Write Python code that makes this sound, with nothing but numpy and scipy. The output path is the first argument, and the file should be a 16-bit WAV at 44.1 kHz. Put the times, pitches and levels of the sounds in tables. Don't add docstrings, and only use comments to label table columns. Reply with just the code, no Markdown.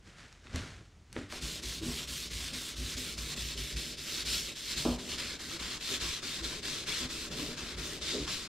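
import sys
import numpy as np
from scipy import signal
from scipy.fft import rfft, irfft, next_fast_len
from scipy.io import wavfile
from scipy.ndimage import uniform_filter1d, map_coordinates

SR = 44100
rng = np.random.default_rng(int(sys.argv[2]) if len(sys.argv) > 2 else 0)


def generate_wav(sig):
    pcm = np.round(np.clip(np.atleast_2d(sig).T, -1, 1) * 32767).astype(np.int16)
    wavfile.write(sys.argv[1], SR, pcm)


N = 379215
END_S = 8.478

# start_s, hiss_db (mid-stroke), growth_db (start to end), arch_db (middle over ends),
# rasp_db, fizz_db (both against the hiss), drone_db
PAD_STROKES = [(1.281, -49, 18, 4, -4, -16, -66), (1.401, -42, 1, 3, -12.5, -13.5, -51.5),
               (1.61, -43.5, 4, 2.5, -13.5, -13, -53), (1.809, -42.5, 5.5, 2, -9.5, -11, -51.5),
               (2.06, -42, 1.5, 2, -14.5, -9.5, -55), (2.291, -42.5, 6.5, 0, -13, -13.5, -55.5),
               (2.518, -41.5, -5, 0, -13.5, -11.5, -56), (2.75, -44, 9, -3.5, -12.5, -13, -55),
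               (2.954, -42, -1.5, -1.5, -14.5, -12.5, -52), (3.16, -44, 6, -4.5, -13, -13, -52),
               (3.35, -41.5, 2.5, -0.5, -14, -14.0, -54), (3.558, -43, 3.5, -3, -14, -14, -51.5),
               (3.749, -42, -1, 1, -16, -14, -50.5), (3.959, -42, 12.5, -0.5, -14, -13.5, -53),
               (4.239, -38.5, -5, 4.5, -15, -13.5, -51), (4.543, -44, 5, -2.0, -15.5, -15, -58),
               (4.757, -41, -8.5, -1, -17.5, -13.5, -46.5), (4.973, -46, 6, -3.0, -11, -18, -47),
               (5.166, -41, -4, 0.5, -10, -21.5, -50.5), (5.378, -44, 9, -1.5, -8, -16, -54.5),
               (5.578, -41.5, 1.5, 1.5, -9, -19.5, -53), (5.79, -40, 9.5, 2, -10, -17, -58),
               (5.988, -38, -3.5, 4.5, -10.5, -20, -56.5), (6.211, -40, 4.5, 3, -9, -19, -53.5),
               (6.418, -41.5, -2, 1, -9, -19, -49.5), (6.611, -39, 4, 6.5, -9, -21, -50.5),
               (6.854, -36.5, -2.5, 4.5, -9, -21, -52), (7.081, -41.5, 1, 1.5, -10.5, -16, -49),
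               (7.295, -45, 2.5, 0, -8, -15, -44), (7.557, -45, -3.5, -0.5, -4, -23.5, -51),
               (7.76, -42, 1.5, 3.5, -8.5, -15.5, -47), (7.999, -37.5, 16, -0.5, -12.5, -32, -48),
               (8.26, -42, -8.5, -4.5, -9, -20.5, -55.5)]
# frequency_hz, correlation
LIKENESS = [(120, .987), (175, .74), (235, .962), (450, .95), (900, .88), (2000, .78), (4000, .58),
            (7000, .33), (10000, .3), (13000, .25)]


def amp(db):
    return np.exp(np.asarray(db) * (np.log(10) / 20))


def unit(x):
    return x / np.sqrt(np.mean(x ** 2) + 1e-20)


def along(points, hz):
    f, v = np.transpose(points)
    return np.interp(np.log(hz + 1), np.log(f + 1), v)


def curves(rows):
    s, *cols = np.transpose(rows)
    return [np.interp(np.arange(N) / SR, s, c) for c in cols]


def wobble(rate):
    return map_coordinates(rng.standard_normal(int(N * rate / SR) + 4), [np.arange(N) * rate / SR])


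def filtered(x, response):
    m = next_fast_len(x.shape[-1] + SR // 2)
    return irfft(rfft(x, m) * response(np.fft.rfftfreq(m, 1 / SR)), m)[..., :x.shape[-1]]


def add(track, s, sound):
    part = track[..., round(s * SR):][..., :sound.shape[-1]]
    part += sound[..., :part.shape[-1]]


def fade_in(s):
    return np.clip((np.arange(N) / SR - s) / 0.0067, 0, 1)


def eased(db):
    return amp(uniform_filter1d(db, size=700))


def spread(pair):
    mid, side = filtered(pair, lambda hz: np.sqrt((1 + np.outer([1, -1], along(LIKENESS, hz))) / 2))
    return np.array([mid + side, mid - side])


def rush(spectrum, grain=1):
    noise = spread(grain * rng.standard_normal((2, N)))
    return unit(filtered(noise, lambda hz: amp(along(spectrum, hz))))


def catches(rate, life_s, size_db, bed):
    hits = (rng.random(N) < rate / SR) * amp(size_db * np.minimum(rng.exponential(size=N), 5)) ** 2
    power = signal.lfilter([1], [1, -np.exp(-1 / (life_s * SR))], hits)
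    return np.sqrt(bed + power / power.mean())


def in_shed(x, wet_db):
    # frequency_hz, t60_s
    decay = [(100, 0.25), (500, 0.34), (3000, 0.78), (12000, 0.43)]
    hz, t, z = signal.stft(spread(rng.standard_normal((2, SR // 2))), SR, nperseg=256)
    z = z * amp(-60 * t / along(decay, hz)[:, None]) * (1 - np.exp(-t / 0.0019))
    tail = signal.istft(z, SR, nperseg=256)[1]
    reverb = signal.fftconvolve(x[None], tail / np.linalg.norm(tail[0]), axes=1)[:, :len(x)]
    return x + amp(wet_db) * reverb


def still_air():
    # frequency_hz, density_db
    colour = [(20, -34), (40, 0.5), (110, -9), (170, -13), (550, -27), (1500, -30.5), (7000, -36.5),
              (14000, -57)]
    return amp(-58.5) * rush(colour)


def approach():
    # peak_s, scuff_db, thud_db, t60_s
    rustles = [(.08, -56, -56, 0.71), (0.195, -53.5, -66, 0.93), (.26, -73, -58.5, 0.28),
               (.465, -57.5, -55, 0.22), (0.567, -42.5, -37, 0.57), (.68, -51.5, -68, 0.69),
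               (.8, -78, -52.5, 0.34), (1.0, -78, -64, 0.28), (1.184, -48, -43, 0.45)]
    # frequency_hz, density_db
    scuff_colour = [(300, -9), (600, -3), (900, -4.5), (1500, 2), (2400, -1.5), (4000, -4.5), (7500, -10.5),
                    (10000, -20.5), (15000, -40)]
    # frequency_hz, density_db
    thud_colour = [(20, -35), (45, -7), (85, 2.5), (150, -6.5), (300, -9.5), (400, -15), (700, -23.5),
                   (1500, -73)]
    # start_s, peak_db
    steps = [(0.546, -29)]
    clock, t = np.arange(N) / SR, np.arange(SR // 2) / SR
    peak_s, scuff_db, thud_db, t60 = np.transpose(rustles)[..., None]
    rise_s = 0.22
    shape_db = -60 * np.maximum((peak_s - clock) / rise_s, (clock - peak_s) / t60)
    level = lambda db: np.linalg.norm(amp(db + shape_db), axis=0)
    scuff = rush(scuff_colour, catches(rate=2100, life_s=0.001, size_db=3.5, bed=1.0))
    out = level(scuff_db) * scuff + level(thud_db) * rush(thud_colour)
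    for s, db in steps:
        thud = np.sin(2 * np.pi * 88 * t) * amp(-60 * t / 0.05)
        thud += 0.37 * np.sin(2 * np.pi * 260 * t) * amp(-60 * t / 0.15)
        add(out, s, in_shed(amp(db) * thud / abs(thud).max(), wet_db=-10))
    return out


def snaps():
    # start_s, peak_db, top_hz
    cracks = [(0.327, -44, 7040), (0.4695, -38.5, 3450), (.53, -44, 5000), (.559, -27, 7900),
              (1.128, -38, 9200), (1.165, -27, 3200), (1.324, -27.5, 5970), (3.763, -37, 6960),
              (4.851, -30, 8000)]
    out, t = np.zeros((2, N)), np.arange(SR // 2) / SR
    t60 = 0.011
    for s, db, top_hz in cracks:
        band = signal.butter(3, [1000, top_hz], "bandpass", fs=SR, output="sos")
        crack = signal.sosfilt(band, amp(-60 * t / t60) * rng.standard_normal(len(t)))
        add(out, s, in_shed(amp(db) * crack / abs(crack).max(), wet_db=-3.5))
    return out


def shell_ring(t, scatter_db, damping):
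    # pitch_hz, level_db, t60_s
    modes = [(142.2, -12, 0.64), (182, -11, 0.48), (199, -8.5, 0.2), (246.4, 2.5, 0.22), (277, -7, 0.17),
             (323.8, -1.5, 0.18), (365, -6.5, 0.38), (411, 1.5, 0.05), (469, -5.5, 0.13),
             (561, -18.5, 0.16), (596, -6.5, 0.2), (780, -26.5, 0.24), (843, -24, .18), (1170, -8, 0.11)]
    ring = np.zeros(len(t))
    for k, (hz, db, t60) in enumerate(modes):
        level_db = db + scatter_db * rng.normal() - 60 * damping * t / t60
        ring += (-1) ** k * amp(level_db) * np.sin(2 * np.pi * hz * t)
    return ring


def knocks():
    # start_s, peak_db, low_cut_hz, contact_brightness_hz, t60_s
    blows = [(1.162, -30.5, 266, 567, 0.15), (1.325, -39, 260, 910, 0.28), (4.851, -18.5, 150, 926, 0.3),
             (7.319, -42.5, 150, 500, 0.15), (8.138, -29, 270, 503, 0.26)]
    out, t = np.zeros((2, N)), np.arange(SR // 2) / SR
    free_t60 = 0.32
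    for s, db, low_hz, contact_hz, t60 in blows:
        blow = shell_ring(t, scatter_db=1.0, damping=free_t60 / t60)
        blow += 4.0 * amp(-60 * t / t60) * rng.standard_normal(len(t))
        blow = signal.sosfilt(signal.butter(4, contact_hz, fs=SR, output="sos"), blow)
        blow = signal.sosfilt(signal.butter(3, low_hz, "highpass", fs=SR, output="sos"), blow)
        add(out, s, in_shed(amp(db) * blow / abs(blow).max(), wet_db=-6.0))
    return out


def pad_motion():
    pickup_s, brake_s, bite_s = 0.016, 0.015, 0.03
    starts, *levels = np.transpose(PAD_STROKES)
    t, turns = np.arange(N) / SR, np.append(starts, END_S)
    which = np.clip(np.searchsorted(turns, t) - 1, 0, len(starts) - 1)
    since, until = np.maximum(t - turns[which], 0), np.maximum(turns[which + 1] - t, 0)
    turning = np.maximum(np.exp(-(since / pickup_s) ** 4), np.exp(-until / brake_s))
    bite = (since / bite_s * np.exp(1 - since / bite_s)) ** 2
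    return [since / (since + until), turning, bite] + [db[which] for db in levels]


def note(hz, waver):
    return unit(np.sin(2 * np.pi * hz * np.arange(N) / SR + waver * wobble(22)))


def shell_drone():
    # frequency_hz, level_db
    colour = [(25, -20.5), (56, 10.5), (110, -5), (145, 4), (200, -5.5), (250, -2), (320, -2.5),
              (450, -3.5), (600, -5.5), (800, -15.5), (1300, -20.5), (4000, -71.5)]
    # time_s, bass_db
    thinning = [(3.2, 4), (6.0, -1)]
    # peak_s, level_db, pitch_hz
    hollow_notes = [(1.21, -45, 290), (1.455, -49, 250), (1.835, -42, 330), (1.885, -39, 240),
                    (2.54, -46.5, 255), (2.815, -47, 255), (2.995, -46.5, 255), (3.372, -46.5, 250),
                    (3.575, -49.5, 400), (3.775, -49, 250), (4.9, -31, 245), (5.55, -48, 340),
                    (5.93, -46.5, 400), (6.04, -49, 340), (6.43, -44.5, 340), (7.04, -42.5, 250),
                    (7.42, -40.5, 295), (8.16, -38.5, 410), (8.21, -39, 291)]
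    bass_hz, turn_dip_db, swell_s, other_modes_db = 252, 2, 0.038, -1.5
    _, turning, *_, drone_db = pad_motion()
    t = np.arange(N) / SR
    ring = shell_ring(t[:SR // 2], scatter_db=1.8, damping=0.87)
    friction = rush(colour, catches(rate=130, life_s=0.0078, size_db=3.5, bed=0.14))
    drone = unit(signal.fftconvolve(friction, ring[None], axes=1)[:, :N])
    drone += amp(-2.0) * rush(colour)
    swing = np.sqrt(abs(uniform_filter1d(drone[0] ** 2, size=2000)) + 0.086)
    drone = unit(drone / swing)
    bass = filtered(drone, lambda hz: 1 / (1 + (hz / bass_hz) ** 10))
    drone += (amp(curves(thinning)[0]) - 1) * bass
    power, notes = eased(drone_db - turn_dip_db * turning) ** 2, np.zeros(N)
    for s, db, hz in hollow_notes:
        age = np.clip(1 + (t - s) / swell_s, 0, 20)
        swell = amp(db) * (age * np.exp(1 - age)) ** 2 / np.sqrt(2)
        notes += swell * note(hz, waver=0.87)
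        power += (amp(other_modes_db) * swell) ** 2
    return fade_in(PAD_STROKES[0][0]) * np.sqrt(power) * drone + notes


def panel_ripple(x, ripple_db):
    t = np.arange(SR // 16) / SR
    ring = amp(-60 * t / .06) * rng.standard_normal(len(t))
    ringing = signal.fftconvolve(x, ring[None] / np.linalg.norm(ring), axes=1)[:, :N]
    return unit(x + amp(ripple_db) * ringing)


def wandering(x, depth_db):
    z = signal.stft(x, nperseg=512)[2]
    field = uniform_filter1d(rng.standard_normal(z.shape[1:]), size=4, axis=0)
    field = uniform_filter1d(field, size=12, axis=1)
    return signal.istft(z * amp(depth_db * unit(field)), nperseg=512)[1][:, :N]


def sanding():
    # frequency_hz, density_db
    colour = [(350, -1.5), (600, -10), (850, -12), (1050, -5.5), (1600, -5), (2100, -6), (2600, -4),
              (3600, -0.3), (4800, -2.2), (6000, -5.5), (7500, -8), (10000, -17), (12500, -17.5),
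              (15600, -25)]
    # middle_s, change_db
    surges = [(1.70, 2), (2.575, -3), (3.31, 1.5), (4.105, 2), (4.345, 5), (4.72, 6), (4.80, -0.5),
              (5.04, -1.5), (5.12, 5.5), (5.935, 3.5), (6.675, 2), (6.885, -0.5), (7.42, 4.5), (7.65, -1.5),
              (7.70, 3), (8.08, 4), (8.21, -8), (8.275, -5.5), (8.33, 4)]
    slow_rasp_db, slow_fizz_db, surge_s = 4.5, -10, 0.052
    turn_dip_db, bite_db = 8.5, 2.5
    progress, turning, bite, hiss_db, growth_db, arch_db, rasp_db, fizz_db, _ = pad_motion()
    t = np.arange(N) / SR
    slow = (1 - np.sin(np.pi * progress)) ** 2
    grains = catches(rate=3500, life_s=.0005, size_db=2.7, bed=1.1)
    scrape = panel_ripple(rush(colour, grains), ripple_db=-17)
    below = lambda hz, edge_hz: 1 / (1 + (hz / edge_hz) ** 8)
    rasp = unit(filtered(scrape, lambda hz: below(hz, edge_hz=2370)))
    hiss = unit(filtered(scrape, lambda hz: below(hz, edge_hz=11500) - below(hz, edge_hz=1846)))
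    fizz = unit(filtered(scrape, lambda hz: 1 - below(hz, edge_hz=8650)))
    rasp *= eased(rasp_db + slow_rasp_db * slow + 1.2 * wobble(25))
    fizz *= eased(fizz_db + slow_fizz_db * slow)
    surge_db = sum(db * np.exp(-((t - s) / surge_s) ** 2) for s, db in surges)
    force = eased(hiss_db + growth_db * (progress - .5) - arch_db * (2 * progress - 1) ** 2 + surge_db)
    flutter_db = 0.21 * wobble(61) + 0.27 * wobble(23)
    force *= amp(flutter_db - turn_dip_db * turning + bite_db * bite)
    return fade_in(PAD_STROKES[0][0]) * force * wandering(rasp + hiss + fizz, depth_db=1.4)


def heaves():
    # middle_s, level_db, length_s
    pushes = [(1.452, -41.5, .055), (1.683, -42, 0.075), (1.87, -43.5, 0.15), (2.113, -46.5, 0.058),
              (2.39, -43.5, .16), (2.817, -40, 0.11), (2.965, -42, 0.031), (3.226, -42, 0.096),
              (3.44, -42.5, 0.1), (3.62, -41.5, 0.11), (3.765, -39, 0.067), (4.307, -46, 0.14),
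              (4.785, -42, 0.035), (4.925, -39, 0.11), (5.628, -45.5, 0.056), (6.054, -44.5, 0.088),
              (6.448, -45.5, 0.091), (7.047, -46, 0.082), (7.79, -44, 0.11), (8.227, -44, 0.055)]
    # frequency_hz, density_db
    rumble_colour = [(15, -23.5), (55, -6), (95, 4), (400, -61)]
    t = np.arange(N) / SR
    push = sum(amp(db) / (1 + (2 * (t - s) / length) ** 4) for s, db, length in pushes)
    return push * unit(note(hz=56.3, waver=0.35) + amp(-8) * rush(rumble_colour))


def screeches():
    # middle_s, level_db, pitch_hz
    snags = [(1.986, -43, 3120), (5.131, -44, 3010)]
    out, swell = np.zeros((2, N)), np.hanning(SR // 16)
    for s, db, hz in snags:
        noise = spread(rng.standard_normal((2, len(swell))))
        screech = filtered(noise, lambda f: 1 / (1 + ((f - hz) / 450) ** 2))
        add(out, s - len(swell) / SR / 2, amp(db) * swell * unit(screech))
    return out


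def opening(x):
    # time_s, bass_db, middle_db, treble_db
    widths = [(1.2, -45, -47, -42), (2.4, -10, -69, -58), (3.0, -10, -53, -2.5), (4.0, -1.5, -17, 3),
              (5.0, -2, -9, 0), (5.9, -3, -1, 0)]
    band_tops = [1400, 5500, 11000]
    hz, t, (mid, side) = signal.stft(np.array([x[0] + x[1], x[0] - x[1]]) / 2, SR, nperseg=512)
    s, *bands = np.transpose(widths)
    width_db = np.array([np.interp(t, s, band) for band in bands] + [np.zeros(len(t))])
    width = amp(np.minimum(width_db[np.searchsorted(band_tops, hz)], 0))
    alike = along(LIKENESS, hz)[:, None]
    mid = mid * np.sqrt(1 + (1 - width ** 2) * (1 - alike) / (1 + alike))
    return signal.istft(np.array([mid + width * side, mid - width * side]), SR, nperseg=512)[1][:, :N]


def scene():
    # time_s, left_over_right_db, left_lag_samples
    place = [(2.5, -.1, 0), (4.3, .1, .4), (6, .9, .9), (8.4, 1.1, 1.1)]
    # frequency_hz, left_over_right_db
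    tilt = [(1400, 0), (2900, 1), (5300, 0.3), (9300, -0.5), (13000, -4.5)]
    pan_db, lag = curves(place)
    sides = np.array([[.5], [-.5]])
    work = sanding() + screeches() + snaps() + approach()
    left, right = filtered(work, lambda hz: amp(sides * along(tilt, hz)))
    left = map_coordinates(left, [np.arange(N) - lag], order=3)
    return np.array([left, right]) * amp(sides * pan_db) + shell_drone() + heaves() + knocks() + still_air()


def record(dry):
    running = np.clip((END_S - np.arange(N) / SR) / .004, 0, 1)
    return filtered(opening(dry) * running, lambda hz: hz < 15700)


dry = scene()
out = record(dry)
generate_wav(out)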